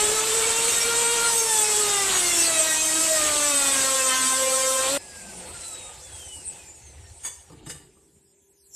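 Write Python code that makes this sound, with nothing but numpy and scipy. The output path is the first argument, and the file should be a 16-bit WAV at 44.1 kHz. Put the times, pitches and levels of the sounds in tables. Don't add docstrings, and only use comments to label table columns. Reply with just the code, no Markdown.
import sys
import numpy as np
from scipy import signal
from scipy.fft import rfft, irfft, next_fast_len
from scipy.io import wavfile
from scipy.ndimage import uniform_filter1d

SR = 44100
rng = np.random.default_rng(int(sys.argv[2]) if len(sys.argv) > 2 else 0)


def transcribe(signal):
    frames = np.atleast_2d(signal).T
    limited = np.clip(frames, -1, 1)
    pcm = np.round(limited * 32767).astype(np.int16)
    wavfile.write(sys.argv[1], SR, pcm)


def rack_gain(trim_db):
    fader = np.asarray(trim_db, float)
    return 10 ** (fader / 20)


N = 385875
TIME = np.arange(N) / SR
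FFT_SIZE = next_fast_len(N)
BINS_HZ = np.maximum(np.fft.rfftfreq(FFT_SIZE, 1 / SR), 1)

JUMP_S = 4.978
BARS, SLOTS = 24, 8
DRIFT_STEP = 64
TOP_HZ = 14280

# frequency in Hz, level in dB rms.
HOUSE_TONES = [(395, -71), (980, -87)]
# time in seconds, rumble level in dB,
# boards level in dB, housing level in dB, hiss level in dB.
AIR_LEVELS = [(4.98, -52, -62, -53.5, -47), (5.18, -54, -66, -50, -42.5), (5.42, -54, -52, -47, -43.5),
              (5.66, -55, -59, -47, -39), (5.82, -53, -64, -46.5, -45.5), (6.03, -51.5, -65, -51, -45),
              (6.26, -47, -63, -51, -42), (6.4, -51, -54.5, -54.5, -44), (6.59, -58, -60, -54, -47.5),
              (6.69, -56, -60, -57, -50.5), (7.0, -46, -62, -59.5, -56), (7.22, -57, -68, -58, -54),
              (7.35, -56, -73, -63.5, -50), (7.49, -57, -67, -62, -59), (7.55, -54, -53, -61, -63.5),
              (7.68, -52, -53, -57.5, -68.5), (7.77, -59, -55, -64, -67), (7.86, -61.5, -61, -68, -75.5),
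              (8.16, -72, -63.5, -74, -67.5), (8.36, -75, -70, -76, -83.5), (8.61, -74, -72, -77, -87.5),
              (8.75, -73.5, -71.5, -71.5, -67)]
# frequency in Hz, density in dB per Hz.
WHIR_SPECTRUM = [(15, -56), (25, -28), (46, -8), (76, 3.5), (114, -10), (193, -14.5), (229, -20),
                 (370, -12.5), (421, -17), (512, -6.5), (597, -10.5), (882, -8), (1070, -18), (2610, -13.5),
                 (4500, -17.5), (5850, -46.5), (9900, -120)]
# frequency in Hz, density in dB per Hz.
HISS_SPECTRUM = [(2650, -41), (4500, -13.5), (5300, -9), (6440, -9), (8200, 2), (10100, -13),
                 (11100, -17.5), (13700, -24), (14300, -25)]
# frequency in Hz, width in Hz, level in dB.
SHELL_MODES = [(382, 30, -1.5), (515, 30, 4), (708, 40, 1), (858, 69, 0.5), (2070, 130, -1),
               (2600, 120, 2.5)]
# frequency in Hz, level in dB, t60 in seconds.
FLOOR_MODES = [(147, 1, 0.16), (299, 0.5, .1), (480, 0, 0.087), (870, -4, .06), (1160, 0, 0.044)]
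# frequency in Hz, density in dB per Hz.
CRACK_SPECTRUM = [(240, -47), (400, -11.5), (2200, -9), (2680, -18), (2970, -13), (5490, -19), (8100, 1.5),
                  (14300, -31)]
# start in seconds, peak in dB, thump in dB, ring in dB,
# rise in seconds, fall in seconds.
BAR_HITS = [
    (6.5196, -33.5, -52, 0.5, 0.0045, 0.0088),
    (6.6817, -40.5, -57, 0, 0.004, 0.009),
    (7.234, -29.5, -50.5, 2.5, 0.004, 0.008),
    (7.2462, -19.5, -47, -0.5, 0.0044, 0.0095),
    (7.26, -20, -52.5, -2, 0.0037, 0.0074),
    (7.2734, -25, -50, -0.5, 0.004, 0.0076),
]
# frequency in Hz, level in dB.
BAR_MODES = [(980, -12), (1800, -6.5), (2250, -9), (3000, -8), (3450, -6), (4700, -6), (6650, 5),
             (8100, 5.5), (9000, 2), (9800, -10), (12100, -11.5)]
# start in seconds, peak in dB, thump in dB, ring in dB,
# rise in seconds, fall in seconds.
BASE_HITS = [
    (7.496, -44.5, -42, -2, 0.0026, 0.012),
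    (7.5174, -44.5, -42, -1.5, 0.0026, 0.012),
    (7.662, -28.5, -35, -4.5, 0.0022, 0.014),
    (7.6946, -20, -44, -2, 0.003, 0.014),
    (7.748, -38, -43, -1.5, 0.0022, 0.01),
    (7.7974, -46, -53, -3, 0.003, 0.012),
    (7.9654, -57, -57, -3.5, 0.0023, 0.015),
]
# frequency in Hz, level in dB.
BASE_MODES = [(1800, -8), (2900, -8), (3700, -10), (4780, -7.5), (4950, -6), (6800, -9), (7200, -6.5),
              (8300, -4), (12600, -11.5)]
# time in seconds, bar-passing frequency in Hz, then levels in dB of the shaft,
# slot, bar, second bar and third bar lines.
COAST_LINES = [(4.98, 5160, -69, -53, -49, -63, -90), (5.3, 4636, -54, -55.5, -64, -53, -90),
               (5.75, 3883, -71, -62, -50.5, -47, -80), (6.0, 3584, -73, -65, -59, -60, -74),
               (6.3, 3000, -79, -83, -49, -64, -61), (6.48, 2760, -84, -80, -66, -74, -41),
               (6.62, 2490, -71, -82, -58, -78, -53), (6.87, 2125, -85, -82, -85, -72, -57),
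               (7.08, 1810, -85, -87, -63, -83, -60), (7.15, 1700, -95, -95, -90, -95, -90)]
# time in seconds, frequency in Hz, level in dB.
BEARING_SQUEAK = [
    (7.18, 6450, -85),
    (7.2, 6400, -64),
    (7.24, 6150, -64),
    (7.27, 6650, -58),
    (7.35, 6750, -56),
    (7.43, 6050, -65),
    (7.5, 5600, -63),
    (7.53, 5500, -90),
]
# time in seconds, shaft frequency in Hz, low level in dB, treble level in dB,
# low tone share in dB, treble tone share in dB, lift of even orders in dB.
CUT_COURSE = [(0.0, 423.3, -28.5, -23, 4.5, -1.5, -1.5), (0.03, 425, -24, -23.5, -6.5, -12, 2),
              (0.35, 447.7, -25, -24, -2.5, -5, 1), (0.75, 464.4, -24.5, -25.5, -5, -1, 7),
              (0.9, 467, -24.5, -23.5, 3, 0.5, -4.5), (1.12, 468.2, -28, -25, 0, -3, 3.5),
              (1.25, 466.3, -25, -25, 6, 6, -9), (1.37, 458.8, -27.5, -27.5, -7.5, 5, 6.5),
              (1.48, 450.4, -28.5, -26, -1.5, 4, 3), (1.58, 430.7, -27.5, -22.5, -1.5, -1.5, 4),
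              (1.84, 417, -26.5, -23.5, -1.5, -4, -1.5), (2.02, 396.5, -27, -24, 6, 1.5, -6.5),
              (2.16, 374, -21, -23.5, -8, -2.5, 8.5), (2.24, 354.8, -26.5, -26.5, -3, 3.5, 12),
              (2.4, 337.8, -24.5, -29.5, -0.5, 11, 9), (2.6, 318.6, -26.5, -25, -1, 1, 9),
              (2.77, 314.6, -29, -25.5, 6.5, 4.5, 5.5), (2.92, 316.8, -28.5, -25, -0.5, -1, 8),
              (3.05, 323.6, -28, -21.5, 4.5, 0.5, -1), (3.1, 320, -29, -21.5, -2.5, -9.5, 9.5),
              (3.27, 302.3, -24.5, -24.5, -5, -1.5, 6), (3.33, 296.4, -26.5, -24.5, 3, -0.5, 0.5),
              (3.45, 293, -29, -27, 2, 5.5, 1), (3.59, 280.9, -28.5, -22.5, 6, -0.5, -11),
              (3.82, 267, -25, -25, -1, 0.5, 3), (3.95, 266.1, -29.5, -22.5, 3.5, -6.5, 2.5),
              (4.12, 258.7, -28.5, -26.5, 7, 3, 2), (4.32, 260.8, -30, -26.5, 3.5, 2.5, 4),
              (4.46, 262.9, -31.5, -26.5, 5.5, 3, -1), (4.78, 262.6, -32, -27, 4, 0, 2.5),
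              (4.86, 262.5, -26.5, -27, 0.5, -2, -0.5), (4.93, 279, -28, -25.5, -1.5, -3, -9),
              (4.98, 280, -25.5, -33, 0.5, 8, -5.5)]
# time in seconds, shaft frequency in Hz, orders 1, 2 and 4 in dB.
SHAFT_HUM = [(0.0, 420.4, -31.5, -34.5, -39.5), (0.14, 435.0, -30.5, -46, -39.5),
             (0.22, 434.6, -32, -36.5, -52), (0.33, 448.5, -29.5, -54, -47), (0.36, 447.8, -32, -42, -42.5),
             (0.65, 461.2, -33.5, -36.5, -55), (0.79, 463.5, -40.5, -46, -38.5),
             (0.89, 467.3, -30, -52, -50), (0.91, 468.9, -32, -35, -45.5),
             (1.32, 464.5, -34.5, -34.5, -40.5), (1.41, 456.3, -34.5, -39.5, -54.5),
             (1.51, 439.7, -37, -29.5, -36), (1.83, 417.4, -32.5, -44.5, -52),
             (1.94, 407.9, -33.5, -34.5, -40), (2.15, 377.9, -40, -43, -43), (2.41, 335.8, -37.5, -41, -45),
             (2.59, 322.3, -43, -30, -37), (2.79, 313.0, -42.5, -41.5, -51.5),
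             (3.01, 323.9, -36, -38, -36.5), (3.15, 317.4, -49, -25.5, -51), (3.17, 310.8, -41, -31.5, -33),
             (3.69, 276.1, -40, -37.5, -38.5), (4.06, 259.7, -46, -32, -32),
             (4.27, 260.2, -38.5, -50.5, -31.5), (4.42, 262.7, -47, -28.5, -34.5),
             (4.88, 263.5, -51.5, -29.5, -31), (4.92, 271.9, -38, -31.5, -50.5),
             (4.98, 282.2, -39, -28, -49.5)]
# frequency in Hz, level in dB.
STRIKE_SPECTRUM = [(500, -10.5), (1100, -1.5), (1600, -2), (2200, -5.5), (3100, -5.5), (3700, -4),
                   (4800, -11), (6300, -5), (7300, -7), (8100, 5), (8900, -6), (10200, -11.5), (12500, -18),
                   (14300, -22.5)]
# frequency in Hz, density in dB per Hz.
CHIP_SPECTRUM = [(15, -32), (25, -4.5), (206, -7.5), (370, -4.5), (559, -2.5), (695, -3), (1300, -1.5),
                 (1730, -3), (3040, -0.5), (4500, -3), (5850, -31.5), (9900, -120)]
# frequency in Hz, density in dB per Hz.
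SPRAY_SPECTRUM = [(2650, -41.5), (4500, -12.5), (6500, -8), (8040, 2), (9340, -10.5), (13700, -22),
                  (14300, -22)]
# time in seconds, share from 0 to
NOISE_SHARE = [(0, .7), (1, .6), (1.3, .3), (4.7, .22), (4.9, .6), (6.5, .6), (7.2, .5), (8.75, .4)]


def rms_one(x):
    return x / np.sqrt(np.mean(x ** 2) + 1e-20)


def in_time(rows):
    s, *columns = np.transpose(rows)
    return [np.interp(TIME, s, c) for c in columns]


def at_hz(points, hz):
    points = np.array(points)
    return np.interp(np.log(hz), np.log(points[:, 0]), points[:, 1])


def drift(rate):
    r = np.exp(-2 * np.pi * DRIFT_STEP * rate / SR)
    white = rng.standard_normal(N // DRIFT_STEP + 1002)
    slow = signal.lfilter([1], [1, -2 * r, r * r], white)[1000:]
    return np.interp(np.arange(N) / DRIFT_STEP, np.arange(len(slow)), rms_one(slow))


def keep_bins(spectrum, low_hz, high_hz):
    inside = (BINS_HZ >= low_hz) * (BINS_HZ < high_hz)
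    return irfft(spectrum * inside, FFT_SIZE)[:N]


def band(x, low_hz, high_hz):
    return keep_bins(rfft(x, FFT_SIZE), low_hz, high_hz)


def sine(db, phase):
    return np.sqrt(2) * rack_gain(db) * np.sin(phase)


def ring(clicks, hz, t60):
    r, w = rack_gain(-60 / (t60 * SR)), 2 * np.pi * hz / SR
    return signal.lfilter([0, np.sin(w)], [1, -2 * r * np.cos(w), r * r], clicks + 1e-18)


def noise_parts(spectrum, splits, patchy_db, rate):
    low_hz, high_hz = spectrum[0][0], spectrum[-1][0]
    half_octaves = np.clip(30 * 2 ** np.arange(0, 9, .5), low_hz, high_hz)
    edges = np.unique([low_hz, high_hz, *splits, *half_octaves])
    coloured = rfft(rng.standard_normal(FFT_SIZE)) * rack_gain(at_hz(spectrum, BINS_HZ))
    parts = np.zeros((len(splits) + 1, N))
    together = drift(6.9)
    for low, high in zip(edges, edges[1:]):
        flicker = rack_gain(patchy_db * (.4 * together + drift(rate)))
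        part = np.searchsorted(splits, low, side="right")
        parts[part] += flicker * keep_bins(coloured, low, high)
    return [rms_one(p) for p in parts]


def room(x):
    t60_s, level_db = .45, -6
    age = np.arange(SR // 2) / SR
    tail = rng.standard_normal(len(age)) * rack_gain(-60 * age / t60_s) * (age > .006)
    return rack_gain(level_db) * signal.fftconvolve(x, tail / np.sqrt(np.sum(tail ** 2)))[:N]


def house_tones():
    return sum(sine(db + 2. * drift(4.2), 2 * np.pi * hz * TIME + drift(2.6)) for hz, db in HOUSE_TONES)


def shell():
    white = rng.standard_normal(N)
    out = np.zeros(N)
    for hz, width, db in SHELL_MODES:
        out += rack_gain(db + 3.8 * drift(2.5)) * rms_one(ring(white, hz, 2.6 / width))
    return out


def whir():
    rumble, boards, housing = noise_parts(WHIR_SPECTRUM, [130, 450], patchy_db=2.5, rate=17.0)
    hiss, = noise_parts(HISS_SPECTRUM, [], patchy_db=2.25, rate=12.)
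    rumble_db, boards_db, housing_db, hiss_db = in_time(AIR_LEVELS)
    running = TIME < 7.1
    tool = rack_gain(housing_db) * (housing + rack_gain(-15) * shell() * running)
    return rack_gain(rumble_db) * rumble + rack_gain(boards_db) * boards + tool + rack_gain(hiss_db) * hiss


def knocks(events, modes, t60):
    crack, = noise_parts(CRACK_SPECTRUM, [], patchy_db=-0.5, rate=10)
    white = rng.standard_normal(N)
    rattle, rings, thumps = np.zeros((3, N))
    for s, peak_db, thump_db, ring_db, rise, fall in events:
        age = np.maximum(TIME - s, 0)
        shape = (1 - np.exp(-age / max(rise, .0005))) * np.exp(-age / max(fall, .002))
        rattle += rack_gain(peak_db - 9) * shape
        rings += rack_gain(peak_db + ring_db - 31.5) * shape
        thumps += rack_gain(thump_db - 27.5) * shape
    out = rattle * crack
    for k, (hz, db) in enumerate(modes):
        out += rack_gain(db) * ring(rings * np.roll(white, 99 * k), hz, t60)
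    for k, (hz, db, floor_t60) in enumerate(FLOOR_MODES):
        out += rack_gain(db) * ring(thumps * np.roll(white, 77 * k), hz, floor_t60)
    return out


def bearing_squeak():
    hz, db = in_time(BEARING_SQUEAK)
    level_db = db + 2. * drift(13.0)
    return sine(level_db, 2 * np.pi * np.cumsum(hz) / SR + 1.2 * drift(30.))


def coasting():
    bars_hz, *levels_db = in_time(COAST_LINES)
    turn = 2 * np.pi * np.cumsum(bars_hz / BARS) / SR
    out = np.zeros(N)
    for order, db in zip((1, SLOTS, BARS, 2 * BARS, 3 * BARS), levels_db):
        out += sine(db + 4.9 * drift(8.2), order * turn + 1.0 * drift(25.))
    return out


def flute_strikes(turn, shaft_hz, even_db):
    low, treble = np.zeros(N), np.zeros(N)
    for order in [3, *range(5, 56)]:
        hz = order * shaft_hz
        level_db = at_hz(STRIKE_SPECTRUM, hz) + even_db * (order % 2 == 0) + 4.56 * drift(12.8)
        wobble = rng.uniform(0, 2 * np.pi) + (0.55 + 0.017 * order) * drift(11.0)
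        line = rack_gain(level_db) * np.sin(order * turn + wobble) * (hz < 14300)
        lowness = np.clip((4700 - hz) / 400, 0, 1)
        low += line * lowness
        treble += line * (1 - lowness)
    return low, treble


def shaft_hum(turn):
    out = np.zeros(N)
    for order, db in zip((1, 2, 4), in_time(SHAFT_HUM)[1:]):
        out += sine(db + 2. * drift(22.0), order * turn + 0.73 * drift(7.2))
    return out


def even(x):
    return x / np.sqrt(uniform_filter1d(x ** 2, size=SR // 2))


def cutting():
    shaft_hz, low_db, treble_db, low_tone_db, treble_tone_db, even_db = in_time(CUT_COURSE)
    turn = 2 * np.pi * np.cumsum(shaft_hz) / SR
    low_lines, treble_lines = flute_strikes(turn, shaft_hz, even_db)
    chips, = noise_parts(CHIP_SPECTRUM, [], patchy_db=1.3, rate=15.)
    air, = noise_parts(SPRAY_SPECTRUM, [], patchy_db=1.2, rate=20.)
    spray = 1 + 0.3 * np.cos(2 * turn) + 0.19 * np.cos(turn)
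    low = rack_gain(low_db - 5) * (chips * spray + rack_gain(low_tone_db) * even(low_lines))
    treble = rack_gain(treble_db - 0.5) * (air * spray + rack_gain(treble_tone_db - 0.5) * even(treble_lines))
    return low + treble + shaft_hum(turn)


def scene():
    before = np.clip((JUMP_S - TIME) / .003, 0, 1)
    after = house_tones() + whir() + coasting() + bearing_squeak()
    hits = knocks(BAR_HITS, BAR_MODES, t60=.05) + knocks(BASE_HITS, BASE_MODES, t60=.07)
    mono = before * cutting() + (1 - before) * after + hits + room(hits)
    return np.array([mono, mono])


def low_pass(x):
    return signal.sosfilt(signal.butter(12, 14770, fs=SR, output="sos"), x)


def record(dry):
    mono = band(0.42 * np.tanh(dry[0] / 0.43), 1, TOP_HZ)
    mid, side = mono.copy(), np.zeros(N)
    edges = [4100, *range(4800, 13300, 700), TOP_HZ]
    frames = np.arange(0, N + 1024, 1024)
    white = rng.standard_normal((2, N))
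    share, = in_time(NOISE_SHARE)
    for low, high in zip(edges, edges[1:]):
        chance = share[np.minimum(frames, N - 1)] * min((low - 3800) / 3200, 1)
        draw = rng.random(len(frames) + 1)
        chosen = np.minimum(draw[1:], draw[:-1]) < 1 - np.sqrt(1 - chance)
        filled = np.interp(np.arange(N), frames, chosen)
        strip = band(mono, low, high)
        level = np.sqrt(np.maximum(uniform_filter1d(strip ** 2, size=1024), 0))
        mid += np.sqrt(filled) * level * rms_one(band(white[0], low, high)) - filled * strip
        side += rack_gain(-7.5) * filled * level * rms_one(band(white[1], low, high))
    return low_pass(np.array([mid + side, mid - side]))


dry = scene()
out = record(dry)
transcribe(out)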